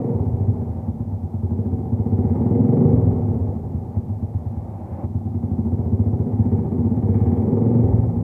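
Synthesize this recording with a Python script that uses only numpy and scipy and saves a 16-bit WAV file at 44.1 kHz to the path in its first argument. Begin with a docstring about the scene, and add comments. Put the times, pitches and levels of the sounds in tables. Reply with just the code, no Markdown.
"""A thudding single-cylinder motorcycle slows to an idle, then is gently revved twice in a concrete garage.
Each firing (one burst of burning fuel) rings the exhaust pipe with a thump and a raspy puff of gas.
The pipe barks and snarls while the throttle is open, and booms after it shuts.
Gears whirr, valves chatter, and a hollow rushing swells three times while the engine lags.
The garage's echo smears the engine into a rumble."""
import sys
import numpy as np
from scipy import signal
from scipy.fft import rfft, irfft
from scipy.io import wavfile

SR = 44100
rng = np.random.default_rng(int(sys.argv[2]) if len(sys.argv) > 2 else 0)


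def waveform_to_disk(signal):
    """Save audio, clipped to [-1, 1], as 16-bit WAV at the path in sys.argv[1]."""
    frames = np.transpose(np.atleast_2d(signal))
    scaled = np.clip(frames, -1, 1) * 32767
    samples = np.round(scaled).astype(np.int16)
    wavfile.write(sys.argv[1], SR, samples)


N = 362943
TIME = np.arange(N) / SR


def gain_of(db):
    """Turns decibels (dB) into a number to multiply by."""
    return 10 ** (np.asarray(db) / 20)


def at_pitch(rows, hz):
    """Looks up a pitch in a table, sliding between its rows."""
    pitches, values = np.transpose(rows)
    return np.interp(np.log(hz + 1), np.log(pitches), values)


def coloured(noise, tone):
    """Shapes noise with a tone table, then sets its average strength (rms) to 1."""
    hz = np.fft.rfftfreq(N, 1 / SR)
    shaped = irfft(rfft(noise) * gain_of(at_pitch(tone, hz)), N)
    return shaped / np.sqrt(np.mean(shaped ** 2) + 1e-20)


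def clicks(times, db):
    """One click at each of the times, in seconds."""
    out = np.zeros(N)
    out[np.clip(np.round(times * SR).astype(int), 0, N - 1)] = gain_of(db)
    return out


# The background's tone. Each row: pitch in Hz, relative level in dB.
BACKGROUND_TONE = [(20, 30.5), (45, 41.5), (100, 33.5), (300, 35.5), (800, 33.5), (1500, 6), (3000, -1),
                   (15000, -3)]
def background(level_db=-47):
    """A faint, steady low rumble and a thin hiss."""
    return gain_of(level_db) * coloured(rng.standard_normal(N), BACKGROUND_TONE)


# How long the echo lasts. Each row: pitch in Hz, seconds to fade by 60 dB.
ECHO_FADE = [(80, 3), (250, 2.5), (450, 3), (800, 3), (3000, 4)]
# How strong the echo is. Each row: pitch in Hz, level in dB.
ECHO_TONE = [(50, -3), (95, -4), (150, 3), (185, 0.5), (240, 1), (300, -3), (400, 2.5), (600, 1),
             (1000, -3.5)]
# Notes that ring between floor, ceiling and walls. 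Each row: pitch in Hz, width in Hz, level in dB.
# A narrower note rings longer.
ROOM_NOTES = [(79, 7.4, -8), (88.04, 5.6, -.5), (96.5, 3.6, -5.5), (110.1, 2.4, 0), (117.4, 2.4, 0),
              (123.8, 4.9, 1.5), (151.7, 10, 8), (163.6, 1.1, 4), (190, 2.5, -4.5), (217, 35, -0.5),
              (228.1, 25, -5), (250.7, 5.3, 5.5), (256.2, 2.4, 4), (329, 1.1, 4.5), (342.9, 9.5, 4),
              (383.3, 24, 4.5), (391.1, 5.8, 4.5), (473.2, 4, 9), (543, 2.3, 6), (771, 24, 4)]
def garage(sound, build_s=0.0084):
    """Sound bounces off the concrete and returns as a dense echo with ringing notes."""
    hz, t, bands = signal.stft(rng.standard_normal(2 * SR), SR, nperseg=2048)
    decay = np.log(1000) / at_pitch(ECHO_FADE, hz)[:, None]
    strength = gain_of(at_pitch(ECHO_TONE, hz))[:, None] * np.sqrt(2 * decay / SR)
    echo = signal.istft(bands * strength * np.exp(-decay * t), SR, nperseg=2048)[1][:2 * SR]
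    age = TIME[:2 * SR]
    for note_hz, width, db in ROOM_NOTES:
        wave = np.exp(-np.pi * width * age) * np.sin(2 * np.pi * note_hz * age)
        echo += gain_of(db) * 2 * np.pi * width / SR * wave
    echo *= 1 - np.exp(-(age / build_s) ** 2)  # reflections take a moment to gather
    lead_in = sound[:SR // 8][::-1]  # so the garage is already ringing at the start
    return signal.oaconvolve(np.concatenate([lead_in, sound]), echo)[len(lead_in):][:N]


# Swells of rushing. Each row: stop in seconds, seconds taken to grow by swell_db, level it heads for in dB.
RUSHES = [(0.9, 0.83, -43), (3.988, 0.11, -38), (5.064, .8, -34)]
# Their tone. Each row: pitch in Hz, relative level in dB.
RUSH_TONE = [(130, -33), (180, 9.5), (250, -6), (340, 1), (430, -13.5), (575, 1), (680, -9), (790, -0.5),
             (920, -11.5), (1100, -17.5), (1400, -28.5), (2250, -34), (2800, -47), (4500, -65.5)]
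def rush(swell_db=16.5, stop_s=0.016):
    """A hollow noise that swells and stops without an echo."""
    level = np.zeros(N)
    for stop, length, db in RUSHES:
        time_left = np.maximum(stop - TIME, 0)
        level += gain_of(db - swell_db * time_left / length) * np.minimum(time_left / stop_s, 1)
    return level * coloured(rng.standard_normal(N), RUSH_TONE)


# The engine's speed. Each row: time in seconds, firings per second.
ENGINE_SPEED = [(0.0, 20.49), (0.17, 19.41), (0.32, 13.09), (0.66, 14.68), (0.86, 8.03), (1.26, 8.97),
                (1.67, 15.15), (1.93, 14.42), (2.22, 16.76), (2.88, 26.16), (3.01, 21.25), (3.78, 8.73),
                (3.91, 9.26), (4.06, 7.27), (4.51, 9.27), (4.98, 8.04), (5.22, 9.66), (5.69, 15.13),
                (5.89, 14.42), (6.55, 15.84), (6.69, 14.35), (6.96, 17.1), (7.16, 16.52), (7.8, 24.11),
                (7.93, 18.85), (8.23, 14.73)]
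def firing_rate(times):
    """Firings per second at the given times."""
    return np.interp(times, *np.transpose(ENGINE_SPEED))


def octaves(times, cruise_per_s=15):
    """Engine speed in octaves: 0 is cruising, 1 is twice as fast, -1 is half as fast."""
    return np.log2(firing_rate(times) / cruise_per_s)


def firings(lead_s=0.00815):
    """The times when the exhaust valve opens, just before each engine cycle ends."""
    cycles = np.floor(np.cumsum(firing_rate(TIME)) / SR)
    return TIME[np.diff(cycles, prepend=-1) > 0] - lead_s


# The tones of the gears and of the valves. Each row: pitch in Hz, relative level in dB.
GEAR_TONE = [(120, -34.5), (300, 4.5), (450, -10), (580, -3.5), (680, -2), (780, 5), (900, -1), (1020, -12),
             (1250, -18), (1550, -29.5), (2500, -48.5)]
VALVE_TONE = [(600, -24.5), (1200, -5), (1550, -1), (2200, 0), (2700, -18), (3200, -14.5), (4500, -44)]
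# Louder moments. Each row: middle in seconds, half length in seconds, dB added to the valves.
CHATTERS = [(0.037, .15, 0), (2.348, .2, 7.5), (2.95, 0.21, 2), (6.525, 0.2, 7), (7.235, 0.25, 11),
            (7.888, 0.17, 4)]
def gears_and_valves(times, gears_db=-45.5, valves_db=-73, gear_share=0.38, rattle=1.3, rattle_s=.016):
    """Gears whirr and valves chatter, louder with speed; each firing jolts the loose parts."""
    knocks = clicks(times, 2 * np.clip(rng.standard_normal(len(times)), -2, 2))
    jolts = signal.oaconvolve(knocks, np.exp(-TIME[:SR // 8] / rattle_s))[:N]
    gear_noise, valve_noise = (1 + rattle * jolts) * rng.standard_normal((2, N))
    speed = octaves(TIME)
    swell_db = sum(db * np.exp(-((TIME - middle) / half) ** 2) for middle, half, db in CHATTERS)
    whirr = gain_of(gears_db + 5 * speed + gear_share * swell_db) * coloured(gear_noise, GEAR_TONE)
    chatter = gain_of(valves_db + 4 * speed + swell_db) * coloured(valve_noise, VALVE_TONE)
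    return whirr + chatter


# Twists of the throttle. Each row: opens in seconds, shuts in seconds, added bark in dB,
# added bite (which lifts rasp, howl and snarl), boom level in dB, share by which the thump's pitch rises.
TWISTS = [(-.3, 0.093, 1, 5, -31, .25), (1.901, 2.815, 5, 3.5, -23, 0.46),
          (5.304, 7.775, 2.5, 2.5, -22, 0.19)]
SHUT_S = 0.04
def throttle(times, part, bend=1.1):
    """The added "bark" or "bite": each twist opens gradually, then snaps shut."""
    column = {"bark": 2, "bite": 3}[part]
    return sum(row[column] * np.interp(times, [row[0], row[1], row[1] + SHUT_S], [0, 1, 0]) ** bend
               for row in TWISTS)


def crest(times, rise_s=.6, bend=2.37):
    """Share by which the thump's pitch rises as the gas pulse shortens late in each twist."""
    return sum(rise * np.interp(times, [shuts - rise_s, shuts, shuts + SHUT_S], [0, 1, 0]) ** bend
               for _, shuts, _, _, _, rise in TWISTS)


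# Runs of weak or strong firings. Each row: start and end in seconds, thump change in dB, bark change in dB.
UNEVEN_RUNS = [(-.02, .13, -6.5, -0.5), (.13, .37, 0.5, -4.5), (.46, .52, 2.5, -2.5), (.53, .82, -7, -7.5),
               (.85, .92, 0, 3), (1.08, 1.38, -3, -2.5), (1.76, 1.9, -6, -1.5), (2.03, 2.24, 2, 2),
               (2.36, 2.56, 1.5, 1.5), (2.72, 2.85, -2, 1), (2.86, 2.95, -0.5, -3), (2.96, 3.09, 0, -2),
               (3.1, 3.25, -6.5, -9.5), (3.26, 3.31, 0.5, 0.5), (3.32, 3.68, -4, -3), (3.7, 3.78, 1, 0.5),
               (3.8, 3.9, -14.5, -6), (3.93, 4.0, 1.5, 2.5), (4.04, 4.15, -5.5, -3.5), (4.3, 4.63, 0, -5.5),
               (4.64, 4.85, -12, -9), (4.86, 4.98, -5, -5), (5.0, 5.08, 1, 1.5), (5.22, 5.38, -2.5, -0.5),
               (5.4, 5.63, 0, 1), (5.97, 6.22, 1, 3), (6.36, 6.62, 2.5, 2), (6.63, 6.75, -4, 3),
               (6.76, 7.4, 2.5, 1), (7.45, 7.655, -1.5, 2), (7.91, 7.96, 4.5, -2.5), (7.97, 8.13, -7.5, -7)]
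def unevenness(times, part):
    """Change of the "thump" or "bark" in dB while the engine stumbles or catches."""
    column = {"thump": 2, "bark": 3}[part]
    return sum(row[column] * ((times > row[0]) & (times < row[1])) for row in UNEVEN_RUNS)


def effort(times, cruise_db=-22, db_per_octave=3.0, pull_db=9.5, pull_s=0.036):
    """How hard a firing hits, in dB: harder at speed and while speeding up."""
    pull = np.clip(octaves(times + pull_s) - octaves(times - pull_s), -.5, .5)
    return cruise_db + db_per_octave * octaves(times) + pull_db * pull + unevenness(times, "bark")


# The rasp's tone. Each row: pitch in Hz, relative level in dB.
RASP_TONE = [(100, -42), (250, -18.5), (450, 8), (600, -3.5), (900, -9.5), (1250, -20), (1500, -33.5),
             (2200, -31.5), (2800, -46.5), (5000, -75)]
def rasp(times, level_db=-41, growth=0.93, puff_s=0.0089):
    """A puff of swirling gas follows each firing, stronger with throttle and speed."""
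    size_db = growth * (effort(times) + throttle(times, "bite")) + 6 * octaves(times)
    age = TIME[:SR // 4] / puff_s
    puffs = signal.oaconvolve(clicks(times, size_db), age * np.exp(-age))[:N]
    return gain_of(level_db) * coloured(puffs * rng.standard_normal(N), RASP_TONE)


def ring(times, db, pitch, notes):
    """At each firing the notes swell, then die away, as through three silencer chambers in a row."""
    t = TIME[:SR // 6]
    pulses = np.zeros((len(times), len(t)))
    for hz, width, note_db in notes:
        age = np.pi * width * t / 2
        swell = (age * np.exp(1 - age)) ** 2
        pulses += gain_of(note_db) * swell * np.sin(2 * np.pi * hz * pitch[:, None] * t)
    starts = np.clip(np.round(times * SR).astype(int), 0, N)
    out = np.zeros(N + len(t))
    for start, pulse in zip(starts, gain_of(db)[:, None] * pulses):
        out[start:start + len(t)] += pulse
    return out[:N]


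# The howl's notes. Each row: base pitch in Hz, width in Hz, relative level in dB.
HOWL_NOTES = [(344.5, 55, -2), (523, 80, -3.9)]
def howl(times, pitch, chance_db, base_db=-45, db_per_octave=21):
    """The pipe's upper notes howl, standing out only near top speed."""
    db = base_db + db_per_octave * octaves(times) + throttle(times, "bite")
    return ring(times, db + chance_db, pitch, HOWL_NOTES)


# The snarl's notes. Each row: base pitch in Hz, width in Hz, relative level in dB.
SNARL_NOTES = [(162.4, 16, -14), (383.4, 55, -8), (463.5, 87, -12), (513.3, 60, -24.5)]
def snarl(times, pitch, chance_db, base_db=-2.5, growth=1.091):
    """A harder blow and a faster valve make a sharper pulse, which brings out higher notes."""
    sharpness_db = growth * (effort(times) + throttle(times, "bite")) + 6 * octaves(times)
    return ring(times, base_db + sharpness_db + chance_db, pitch, SNARL_NOTES)


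# The boom's notes. Each row: base pitch in Hz, width in Hz, relative level in dB.
BOOM_NOTES = [(62.4, 18, -3.5), (83, 35, -3), (98, 36, -1.5)]
BASS_LAG_S = 0.0038  # boom and thump build just after the bark
def boom(times, pitch, chance_db, fade_db_per_s=27):
    """Once the throttle has shut, the pipe booms, more softly with time."""
    fades = [np.where(times > shuts + SHUT_S, boom_db - fade_db_per_s * (times - shuts), -100)
             for _, shuts, _, _, boom_db, _ in TWISTS]
    db = np.max(fades, axis=0) + unevenness(times, "thump")
    return ring(times + BASS_LAG_S, db + chance_db, pitch, BOOM_NOTES)


# The bark's notes. Each row: base pitch in Hz, width in Hz, relative level in dB.
BARK_NOTES = [(152.2, 55, -10.5), (233.8, 63.6, -2), (350.7, 44, -16.5)]
def bark(times, pitch, chance_db, base_db=3, crest_share=.12):
    """Hard firings and an open throttle make the pipe's middle notes bark."""
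    db = base_db + effort(times) + throttle(times, "bark")
    return ring(times, db + chance_db, pitch * (1 + crest_share * crest(times)), BARK_NOTES)


# The thump's notes. Each row: base pitch in Hz, width in Hz, relative level in dB.
THUMP_NOTES = [(66.3, 45, -19.5), (97.34, 39.2, 3.5), (163.7, 13, -23.5)]
def thump(times, pitch, chance_db, base_db=-17.5, db_per_octave=1.84):
    """Every firing thumps the pipe's low notes; an open throttle trades thump for bark."""
    db = base_db + db_per_octave * octaves(times) + unevenness(times, "thump")
    loss_db = 0.76 * throttle(times, "bark") + 7 * crest(times)
    return ring(times + BASS_LAG_S, db - loss_db + chance_db, pitch * (1 + crest(times)), THUMP_NOTES)


def exhaust(times, heat_rise=0.029, pitch_spread=0.018):
    """Each firing rings the pipe and silencer, by chance a little unlike the last."""
    thump_db, bark_db, upper_db, boom_db = 1.2 * rng.standard_normal((len(times), 4)).T
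    # hotter gas at speed raises the notes
    pitch = 1 + heat_rise * octaves(times) + pitch_spread * rng.standard_normal(len(times))
    low = thump(times, pitch, thump_db) + boom(times, pitch, boom_db)
    upper = snarl(times, pitch, upper_db) + howl(times, pitch, upper_db)
    return low + bark(times, pitch, bark_db) + upper


def scene(metal_echo_db=-2, rasp_direct_db=-5):
    """The motorcycle close by; its pipe points away, so the rasp arrives mostly off the walls."""
    times = firings()
    pipe, gas, metal = exhaust(times), rasp(times), gears_and_valves(times)
    direct = pipe + gain_of(rasp_direct_db) * gas + metal
    echo = garage(pipe + gas + gain_of(metal_echo_db) * metal)
    return (direct + echo + rush() + background())[None]


def record(dry, low_cut_hz=38, high_cut_hz=15500, fade_s=.004):
    """Takes away the deepest bass, softens both ends and trims the highest treble."""
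    thinned = signal.sosfilt(signal.butter(3, low_cut_hz, "high", fs=SR, output="sos"), dry)
    from_end_s = np.minimum(TIME, TIME[::-1])
    fades = np.sin(np.pi / 2 * np.minimum(from_end_s / fade_s, 1)) ** 2
    treble_cut = signal.firwin(255, high_cut_hz, window=("kaiser", 9), fs=SR)
    return signal.oaconvolve(thinned * fades, treble_cut[None], "same")


dry = scene()
out = record(dry)
waveform_to_disk(out)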